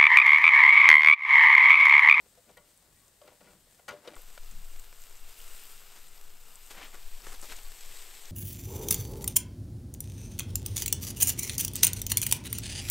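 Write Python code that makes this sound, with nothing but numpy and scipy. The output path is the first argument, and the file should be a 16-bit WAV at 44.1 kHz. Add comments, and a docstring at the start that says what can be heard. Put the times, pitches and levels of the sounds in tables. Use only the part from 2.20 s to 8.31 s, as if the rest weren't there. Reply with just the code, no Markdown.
"""Ribs on a grill in the snow

Ribs sizzle over charcoal, heard first from a few steps off, then from right above. Steam hisses out in
countless tiny bursts, fat spits, something ticks, a tool knocks and scrapes the wire grate, and boots
crunch the snow. A faint hum comes and goes; close up, slow air pulses rock the microphone."""
import sys
import numpy as np
from scipy import signal
from scipy.fft import rfft, irfft, next_fast_len
from scipy.io import wavfile
from scipy.ndimage import uniform_filter1d

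SR = 44100
rng = np.random.default_rng(int(sys.argv[2]) if len(sys.argv) > 2 else 0)


def master(y):
    """Save y as 16-bit WAV."""
    cut = np.clip(np.atleast_2d(y).T, -1, 1)
    pcm = np.round(cut * 32767)  # scale
    wavfile.write(sys.argv[1], SR, pcm.astype(np.int16))


N = 269451
T = np.arange(N) / SR
CHANGE_S = 1.962  # the scene changes: from here on the grill is heard close up
NEAR = T > CHANGE_S
BENT = np.clip((T - 4.4) / 1.1, 0, 1)  # 0 standing upright, 1 bent over the meat
FAR_DB = -66  # level of the hiss from a few steps off


# The hiss close up, growing as the listener bends down: (time [s], level [dB])
NEAR_HISS = [(1.96, -57), (2.15, -57.5), (2.35, -58), (2.8, -57), (3.15, -56), (3.75, -56.5), (4.2, -58.5),
             (4.9, -55.5), (5.15, -55), (5.19, -54), (5.3, -52.5), (5.5, -54), (5.68, -51.5), (5.77, -50),
             (5.87, -52), (5.98, -51.5), (6.02, -53), (6.11, -51.5)]
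def sizzle():
    """Steam hisses out of the meat; each range of pitch flickers on its own."""
    low, body, fry, top, edge, thin, rim = split(steam(), edges_hz=(300, 1600, 6000, 8600, 10100, 14300))
    treble = top + edge + thin + rim
    treble_size = np.where(NEAR, treble[NEAR].std(), treble[~NEAR].std())
    flare_db = flares()
    level_db = np.where(NEAR, curve(NEAR_HISS) + flare_db, FAR_DB)
    average_db = np.where(NEAR, level_db[NEAR].mean(), FAR_DB)
    swing_db = level_db - average_db
    # The lows are open air around the grill; only the body partly follows the steam.
    low = undb(average_db - 2 - 0.5 * BENT + 2 * flicker(12)) * low
    body = undb(average_db - 2 + 0.68 * swing_db + 1.1 * flicker(21.1)) * body
    fry_db = np.where(NEAR, 0.1 * BENT - 0.21 * flare_db + 0.16 * swing_db, 0.5)
    fry = undb(fry_db + 0.56 * flicker(24.24)) * fry
    # Bending down sharpens the peak of the hiss and dulls what lies above; flares brighten it.
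    top = top + 0.28 * BENT * resonate(top, 8050, 550)
    edge = undb(0.91 * flare_db - 0.5 * BENT) * edge
    rim = undb(NEAR * (-4 + 0.7 * flare_db - 2 * BENT)) * rim
    bright = undb(0.8 * flicker(30)) * (top + edge)
    highest = undb(0.23 * flare_db - BENT + 0.58 * flicker(30)) * (thin + rim)
    hiss = (fry + bright + highest) / treble_size + steam_jet(flare_db)
    surge_db = 0.27 * flicker(40) - 0.75 * flicker(14)
    return (low + body) / treble_size + undb(level_db + surge_db) * hiss


# The tone of the steam from a few steps off, and from close up: (pitch [Hz], level [dB])
FAR_TONE = [(12, -59), (20, 1.5), (146, -5.5), (320, -11.5), (500, -9.5), (920, -14), (1900, -17.5),
            (2400, -20), (4000, -18), (6000, -20), (8300, -12.5), (10400, -21), (13400, -19),
            (16000, -22.5)]
NEAR_TONE = [(35, -29), (60, 0), (153, -4), (315, -7), (417, 0.5), (579, -5), (698, -1.5), (1410, -2.5),
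             (1860, -4.5), (2770, -3), (6430, -6.5), (7940, -0.5), (10500, -10.5), (13600, -3),
             (16000, -7.5)]
def steam():
    """Escaping steam is smooth noise; bursting bubbles add tiny clicks."""
    rush = rng.standard_normal(N)
    bubbles = undb(np.where(NEAR, -3.5, -4.5)) * clicks(N, per_s=1300, spread_db=2.5)
    bursts, change = rush + bubbles, int(CHANGE_S * SR) + 1
    return np.concatenate([shape_tone(bursts[:change], FAR_TONE), shape_tone(bursts[change:], NEAR_TONE)])


# Fat dripping on the coals: (time [s], length [s], boost [dB])
FAT_DRIPS = [(3.16, 0.46, 3), (4.25, 0.38, 1.5)]
def flares(sag_db_per_s=0.5):
    """The boost in dB as a drip makes the hiss flare, strongest at its start."""
    return sum((db - sag_db_per_s * (T - s)) * swell(s, length, rise_s=0.012, fall_s=0.1)
               for s, length, db in FAT_DRIPS)


# The tones of the steam jet: (multiple of the jet's pitch, width [Hz], level [dB])
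JET_TONES = [(.49, 307, -2), (1, 320, -1.5), (1.29, 220, -13.5), (1.78, 403, -4.5)]
def steam_jet(flare_db):
    """A jet of steam whistles softly, lower and fainter as the listener bends down."""
    hz = np.where(NEAR, 2790 - 564 * BENT, 1900)
    level_db = np.where(NEAR, -16 - 11 * BENT + 0.99 * flare_db, -31) + 0.83 * flicker(6.1)
    return undb(level_db) * sum(undb(db) * whistle(k * hz, width) for k, width, db in JET_TONES)


# The loudest spits of fat: (time [s], level [dB], pitch [Hz], spray compared with the ring [dB])
LOUD_SPITS = [(0.5757, -46, 8600, -9), (0.6265, -50, 8580, -9), (0.8804, -49, 7400, -9),
              (1.955, -41, 8400, -8), (2.0193, -38, 13500, -6), (2.3122, -43, 7500, -12),
              (2.596, -36, 8100, 2), (2.74, -42.5, 7600, -15), (2.809, -41, 13900, -7),
              (2.819, -39, 7600, -1), (2.838, -43, 7760, -12), (2.897, -42, 8320, -8),
              (2.9555, -43, 7740, -12), (3.0035, -41, 13200, -7), (3.1275, -46, 4900, 3),
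              (3.1755, -42, 13000, -9), (3.1904, -40, 8700, -12), (3.2025, -39, 2870, 2),
              (3.291, -44, 8200, -9), (3.3335, -39, 14500, -9), (3.3512, -44, 5000, 7),
              (3.4366, -36, 8350, 8), (3.8595, -52, 12100, -15), (4.356, -35.5, 7900, -15),
              (4.6288, -37, 2500, -14), (4.6452, -40, 2840, 3), (4.8803, -42, 14000, -9),
              (5.02, -41, 5000, -9), (5.1424, -41, 7880, -2), (5.1597, -43, 3160, 2),
              (5.2152, -33, 8200, -14), (5.2562, -31.5, 7000, 3), (5.3654, -33, 7500, -4),
              (5.433, -37, 7440, -5), (5.452, -40, 4600, -1), (5.483, -39, 13100, -9),
              (5.6095, -41, 7860, -9), (5.66, -43, 7200, -9), (5.772, -42, 4000, -12),
              (5.79, -45, 3700, -12), (5.832, -50, 13800, -13), (5.971, -43, 3800, -12),
              (6.055, -35, 5800, 2), (6.057, -43, 4000, -12)]
def spits():
    """A droplet bursts: a sharp snap, a short ring and a thin, high spray."""
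    out, t = np.zeros(N), T[:400]
    for s, db, hz, spray_db in list(LOUD_SPITS) + small_spits():
        snap = (t == 0) + 0.31 * rng.standard_normal(len(t)) * np.exp(-t / 0.00094)
        ring = resonate(resonate(snap, hz, 0.2 * hz), hz, 0.63 * hz)
        spray = resonate(resonate(snap, 14200, 6000), 15700, 8000)
        pop = unit_peak(ring) + undb(spray_db) * unit_peak(spray) + 0.37 * snap
        add(out, s, undb(db) * unit_peak(pop))
    return out


def small_spits(per_s=3.8, above_hiss_db=6, spread_db=7, spray_db=-2):
    """More droplets, listed at random moments; they are louder where the hiss is louder."""
    when, softness, pitch = rng.random((int(per_s * N / SR), 3)).T
    times = when * T[-500]
    hiss_db = np.where(times > CHANGE_S, curve(NEAR_HISS, times), FAR_DB)
    levels = hiss_db + above_hiss_db + spread_db * (1 - 2 * softness)
    pitches = 7900 * 2 ** (pitch - 0.6)
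    return [(s, db, hz, spray_db) for s, db, hz in zip(times, levels, pitches)]


# Blows of the tool on the grate: (time [s], level [dB], main pitch [Hz], drop away from it [dB/octave],
# second pitch [Hz], its level [dB], ring time [times the grate's own], contact time [s])
TOOL_BLOWS = [(.058, -56, 500, 14, 700, -8, 0.42, 0.0023), (.172, -52.5, 686, 53, 503, -4, 0.75, 0.0064),
              (.292, -51, 810, 24, 450, -7, 0.52, 0.0043), (.369, -46, 1810, 52, 543, -6.5, 1, 0.0019),
              (.371, -50, 8250, 16, 13500, -4, .5, 0.0015), (.372, -51, 940, 26, 3480, -4, 0.64, 0.0041),
              (.755, -66, 1880, 38, 1980, -4, 1.1, 0.013), (0.808, -69.5, 1120, 50, 1134, -9, 0.92, 0.019),
              (1.014, -45.5, 606, 44, 1120, -4, 0.38, 0.0024), (1.015, -54, 3270, 27, 4700, -3, .3, 0.0012),
              (1.034, -51, 570, 36, 1110, -23, 0.64, 0.0045),
              (1.074, -49.5, 650, 2, 2300, -3, 0.58, 0.0051), (1.116, -55, 690, 39, 500, -13, 0.3, 0.0043),
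              (1.206, -51.5, 690, 11, 1410, -3, 0.32, 0.0045), (1.26, -59.5, 1417, 14, 2290, -3, .6, 0.017),
              (1.468, -59, 700, 10, 500, -6, 0.28, 0.0018), (1.587, -56, 1000, 15, 1400, -3, 0.3, 0.0018),
              (1.594, -49.5, 780, 19, 2500, -9, 0.31, 0.00098),
              (1.68, -33, 1400, 8, 6100, -5, 0.86, 0.0067), (1.707, -39, 1060, 9, 3700, -9, 0.33, 0.0032),
              (1.716, -39.5, 590, 39, 415, -7, 0.5, 0.014), (1.846, -49.5, 900, 6, 2700, -9, 0.54, 0.0058),
              (1.874, -35, 495, 24, 3500, -0.5, 0.28, 0.0047),
              (1.941, -48.5, 2170, 17, 3700, -6, 0.24, 0.0022),
              (1.964, -44, 1200, 18, 497, -14, 0.13, 0.0023)]
# The rattle of loose wires and pan: (pitch [Hz], level [dB], fade time [contact times])
LOOSE_PARTS = [(190, -9.5, 6.9), (900, 4, 3.25), (2500, 8, 0.88), (7000, -6, 0.8), (12500, -14, 0.7)]
def knocks(chatter=0.5):
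    """Each blow is a short, chattering push that rings the grate and rattles its loose parts."""
    out, t = np.zeros(N), T[:SR // 3]
    for s, db, hz, drop_db, second_hz, second_db, ring, contact_s in TOOL_BLOWS:
        onset = 1 - np.exp(-t / (0.48 * contact_s))
        roughness = unit_level(uniform_filter1d(rng.standard_normal(len(t)), size=40))
        push = (1 + chatter * roughness) * onset * np.exp(-t / contact_s)
        wires = grate(push, hz, drop_db, ring, second_hz, second_db, struck=True)
        wires /= wires[:int(3 * contact_s * SR) + 100].std()  # the first moments set the loudness
        shake, rattle = rng.standard_normal(len(t)), 0
        for part_hz, part_db, fade in LOOSE_PARTS:
            part = resonate(resonate(shake, part_hz, 1.75 * part_hz), part_hz, 1.75 * part_hz)
            rattle += undb(part_db) * unit_level(part) * np.exp(-t / (contact_s * fade))
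        rattle_db = -0.5 - 0.1969 * drop_db  # a blow with a narrow range of pitch shakes less loose
        add(out, s, undb(db - 8.5) * (wires + undb(rattle_db) * onset * rattle))
    return out


# The notes of the wire grate: (pitch [Hz], level [dB], time to fade by 60 dB [s])
GRATE_NOTES = [(334, 0, 0.081), (408, -0.5, 0.12), (497, 2.5, 0.093), (590.6, -5.5, 0.2),
               (686, -2.5, 0.095), (783, -11, 0.12), (865, -13, 0.14), (954, -12, 0.19), (1121, -8, 0.16),
               (1308, -6.5, 0.079), (1428, -2.5, 0.13), (1905, 0.5, 0.039), (2045, -8.5, 0.17),
               (2310, -3, 0.096), (2640, -8, 0.1), (2957, -5.5, 0.1), (3200, -1, 0.048), (3710, -5, 0.059),
               (4090, 0.5, 0.034), (4750, 0, 0.054), (5340, -20, .05), (5800, -5, 0.041),
               (6400, 1.5, 0.026), (6650, -6, 0.033), (7200, 4, 0.018), (8255, 3.5, 0.026),
               (9010, 8, 0.007), (10090, 10, 0.0075), (11200, 9, 0.006), (12350, 13, 0.008),
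               (13400, 14, 0.007), (15000, 11, 0.005)]
def grate(push, main_hz, drop_db, ring, second_hz, second_db, struck=False):
    """Pushed wires ring; the notes near the two given pitches answer most."""
    out = 0
    for hz, db, fade_s in GRATE_NOTES:
        phase, luck = rng.random(2)
        from_main_db = -drop_db * abs(np.log2(hz / main_hz))
        from_second_db = second_db - drop_db * abs(np.log2(hz / second_hz))
        note_db = db + max(from_main_db, from_second_db) + 6 * (luck - 0.5)  # no two pushes are alike
        # A blow drives each note at its own pitch.
        drive = push * np.cos(2 * np.pi * (hz * T[:len(push)] + phase)) if struck else push
        ring_s = fade_s * ring
        out += undb(note_db) * ring_s * resonate(drive, hz, np.log(1000) / (np.pi * ring_s))
    return out


# Dry ticks close by: (time [s], level [dB], ring time [times the body's own])
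DRY_TICKS = [(2.177, -33.5, 1), (2.727, -41, 0.55), (3.617, -45, .6)]
# The notes of the thing that ticks: (pitch [Hz], level [dB], time to fade by 60 dB [s])
TICK_NOTES = [(590, 3.5, 0.014), (1000, -6, 0.017), (1435, 5, 0.012), (1930, -20, 0.012), (2300, -3, 0.018),
              (3030, -17, 0.011), (4600, -17, 0.011)]
def ticks(rise_s=0.00066, crack_db=-3, crack_s=0.0022):
    """A small hollow body snaps and falls silent almost at once."""
    out, t = np.zeros(N), T[:SR // 20]
    for s, db, ring in DRY_TICKS:
        body = sum(undb(note_db - 60 * t / (fade_s * ring)) * np.sin(2 * np.pi * (hz * t + rng.random()))
                   for hz, note_db, fade_s in TICK_NOTES)
        crack = unit_level(resonate(rng.standard_normal(len(t)), 1500, 3000)) * np.exp(-t / crack_s)
        snap = (body + undb(crack_db) * crack) * (1 - np.exp(-t / rise_s))
        add(out, s, undb(db) * unit_peak(snap))
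    return out


# The tool dragging over the grate: (time [s], length [s], level [dB])
TOOL_DRAGS = [(0, 0.11, -70), (0.244, 0.14, -64.5), (0.367, 0.21, -72), (1.012, 0.18, -64.5),
              (1.185, 0.22, -62.5), (1.724, 0.14, -63.5), (1.821, 0.2, -55)]
def scrapes(grit_db=-14):
    """The tool sticks and slips, ringing the grate and grinding on its crust."""
    slips = clicks(N, per_s=2500, spread_db=1)
    wires = unit_level(grate(slips, main_hz=580, drop_db=8.2, ring=0.54, second_hz=680, second_db=-5.5))
    grit = unit_level(resonate(slips, 1160, 1600))
    pressure = sum(undb(db) * swell(s, length, rise_s=0.047, fall_s=0.088)
                   for s, length, db in TOOL_DRAGS)
    return pressure * (wires + undb(grit_db) * grit)


# Snow giving way under a boot:
# (time [s], level [dB], pitch [Hz], rise time [s], crisp top compared with the middle [dB])
BOOT_CRUNCHES = [(2.23, -59, 300, 0.0051, 2), (2.307, -51, 1407, 0.009, 1), (2.558, -47, 1390, 0.0042, -27),
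                 (3.751, -45.5, 1850, 0.019, -4), (4.503, -36.5, 1580, 0.0081, -2.5),
                 (4.529, -43, 1120, 0.046, -27), (4.565, -41, 1500, 0.023, -23),
                 (4.609, -38, 1660, 0.013, -18), (4.641, -38.5, 1560, 0.01, -16),
                 (4.665, -52, 1800, 0.017, -16), (4.722, -44, 1270, 0.02, -6), (4.742, -39, 800, 0.003, -7),
                 (5.02, -44, 1500, 0.034, 1), (5.066, -36, 855, 0.0036, -3), (5.079, -43, 1480, 0.017, -3),
                 (5.116, -41.5, 1480, 0.014, 2), (5.137, -45, 1700, 0.0044, -2),
                 (5.222, -40, 780, 0.0094, 5.5), (5.24, -42, 2560, 0.014, -8),
                 (5.285, -37, 2000, 0.015, -6), (5.304, -37, 1900, 0.0097, -8),
                 (5.318, -36, 1500, 0.0062, -1), (5.356, -42, 2990, 0.0094, -10),
                 (5.385, -34.5, 2000, 0.0026, -16)]
def crunches():
    """Snow crystals break in a quick swell of tiny cracks."""
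    out, t = np.zeros(N), T[:SR // 4]
    for s, db, hz, rise_s, crisp_db in BOOT_CRUNCHES:
        cracks = clicks(len(t), per_s=9000, spread_db=3.5)
        middle = unit_level(resonate(resonate(cracks, hz, 1.87 * hz), hz, 2.6 * hz))
        crisp = unit_level(resonate(resonate(cracks, 5300, 9400), 5400, 9600))
        low = unit_level(resonate(cracks, 430, 760))
        depth = 1.17 * (900 / hz) ** 0.92  # a higher crunch has less low body
        loudness = (t / rise_s * np.exp(1 - t / rise_s)) ** 0.95
        add(out, s, undb(db - 13.5) * loudness * (middle + undb(crisp_db) * crisp + depth * low))
    return out


# Low groans: (time [s], length [s], first pitch [Hz], last pitch [Hz], width [Hz], level [dB])
LOW_GROANS = [(0.265, 0.064, 200, 183, 70, -67.5), (0.36, 0.07, 190, 170, 70, -72),
              (1.19, 0.22, 190, 180.5, 45, -67), (2.301, 0.144, 195, 142, 129, -63),
              (5.592, .7, 429, 400.7, 159, -72.5)]
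def groans():
    """A faint, rough hum sags in pitch."""
    out = np.zeros(N)
    for s, length, from_hz, to_hz, width_hz, db in LOW_GROANS:
        progress = np.clip((T - s) / length, 0, 1)
        hum = whistle(from_hz + (to_hz - from_hz) * progress, width_hz)
        even_hum = hum / np.sqrt(uniform_filter1d(hum ** 2, SR // 20))
        arch = np.sqrt(np.abs(np.sin(np.pi * progress))) * (progress < 1)
        out += undb(db) * arch * even_hum
    return out


# How strongly the air pulses: (time [s], level [dB])
AIR_STRENGTH = [(1.96, -45), (2.5, -36), (2.8, -48), (3.14, -40), (3.74, -50.5), (4.1, -42.5), (4.5, -52.5),
                (4.85, -37), (5.15, -40.5), (5.45, -38.5), (5.65, -42.5), (6.11, -45)]
# The deep tone of the pulses: (pitch [Hz], level [dB])
AIR_TONE = [(3, -20.5), (8, 1), (16, -2), (20, -1.5), (27, -26), (50, -37), (100, -57.5)]
def air_pulses():
    """Close to the grill the air pressure swings, mostly too slowly to hear."""
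    swing = shape_tone(rng.standard_normal(N), AIR_TONE)
    power = uniform_filter1d(uniform_filter1d(swing ** 2, SR // 4), SR // 4)
    strength = uniform_filter1d(undb(curve(AIR_STRENGTH)), SR // 10)
    fade_in = np.clip((T - CHANGE_S) / 0.0029, 0, 1)
    return swing / np.sqrt(power) * strength * fade_in


# How much of the close sizzle spreads to the sides: (pitch [Hz], level [dB])
SIDE_TONE = [(60, -14), (500, -20), (1500, -23), (3000, -25.5), (8500, -26.5), (11500, -23), (14000, -21),
             (15500, -17.5)]
def side_hiss(mic_hiss_db=-70.5):
    """Hiss that widens the sound: the microphone's own from afar, the sizzle close up."""
    shift = int(0.03 * SR)  # shifted this far, the sizzle acts like a separate noise
    return lambda frying: np.where(
        NEAR, shape_tone(np.concatenate([frying[shift:], frying[-shift:][::-1]]), SIDE_TONE),
        undb(mic_hiss_db) * rng.standard_normal(N))


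def undb(db):
    """Turn decibels into a number to multiply by."""
    return 10 ** (np.asarray(db) / 20)


def unit_level(x):
    """Scale a sound to an average power of 1."""
    return x / np.sqrt(np.mean(x ** 2))


def unit_peak(x):
    """Scale a sound to a peak of 1."""
    return x / np.abs(x).max()


def curve(table, times=T):
    """Join (time, level) points with straight lines."""
    return np.interp(times, *np.transpose(table))


def swell(s, length, rise_s, fall_s):
    """Rise from 0 to 1, hold, and fall back."""
    return np.clip(np.minimum((T - s) / rise_s, (s + length - T) / fall_s), 0, 1)


def add(out, s, x):
    """Mix x into out, starting at s seconds."""
    i = int(s * SR)
    out[i:i + len(x)] += x[:N - i]


def flicker(per_s):
    """A smooth random wobble, about 1 in size, with slow drift taken out."""
    k = int(SR / per_s)
    steps = np.repeat(rng.standard_normal(N // k + 1), k)[:N]
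    return 1.3 * uniform_filter1d(uniform_filter1d(steps, k), k) - uniform_filter1d(steps, SR // 3)


def clicks(n, per_s, spread_db):
    """Clicks at random moments; a few are far larger than the rest."""
    when, kick, size = rng.random(n), rng.standard_normal(n), rng.exponential(size=n)
    return unit_level((when < per_s / SR) * kick * undb(spread_db * np.minimum(size, 3.5)) + 1e-9)


def whistle(hz, width_hz):
    """A breathy tone: slow noise carried on a moving pitch."""
    k = int(SR / width_hz)
    slow = uniform_filter1d(uniform_filter1d(rng.standard_normal((2, N)), k), k)
    tone = np.exp(2j * np.pi * np.cumsum(hz) / SR)
    return unit_level(np.real((slow[0] + 1j * slow[1]) * tone))


def resonate(x, hz, width_hz):
    """Let through a band of pitches around hz."""
    return signal.lfilter(*signal.iirpeak(np.clip(hz, 50, .45 * SR), hz / width_hz, fs=SR), x)


def shape_tone(x, table):
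    """Turn each pitch up or down, following (pitch, level) points."""
    n = next_fast_len(len(x) + SR)
    hz, db = np.transpose(table)
    log_gain = np.interp(np.log(np.fft.rfftfreq(n, 1 / SR) + 1), np.log(hz), db) * np.log(10) / 20
    # Folding the second half onto the first makes the filter ring after a click, never before.
    folded = irfft(log_gain, n)
    folded[1:n // 2] *= 2
    folded[n // 2 + 1:] = 0
    return irfft(rfft(x, n) * np.exp(rfft(folded)), n)[:len(x)]


def split(x, edges_hz):
    """Cut a sound into ranges of pitch that add back up to the whole."""
    n = next_fast_len(len(x))
    spectrum, octave = rfft(x, n), np.log2(np.fft.rfftfreq(n, 1 / SR) + 1)
    below = [np.clip(.5 - 4 * (octave - np.log2(hz)), 0, 1) for hz in edges_hz]
    return [irfft(spectrum * (b - a), n)[:len(x)] for a, b in zip([0] + below, below + [1])]


def scene():
    """Mix everything in stereo, a little louder on the left."""
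    frying = sizzle()
    middle = frying + spits() + knocks() + ticks() + scrapes() + crunches() + groans()
    side = side_hiss()(frying)
    lean = np.array([[0.5], [-0.5]])  # left goes up, right goes down
    grill = np.array([middle + side, middle - side]) * undb(lean * np.where(NEAR, 3.4, 3.45))
    return grill + air_pulses() * undb(lean * 3.7)


def record(dry, top_hz=15740):
    """Cut off the very highest pitches steeply."""
    return signal.sosfilt(signal.ellip(18, .3, 70, top_hz, fs=SR, output="sos"), dry)


dry = scene()
out = record(dry)
master(out)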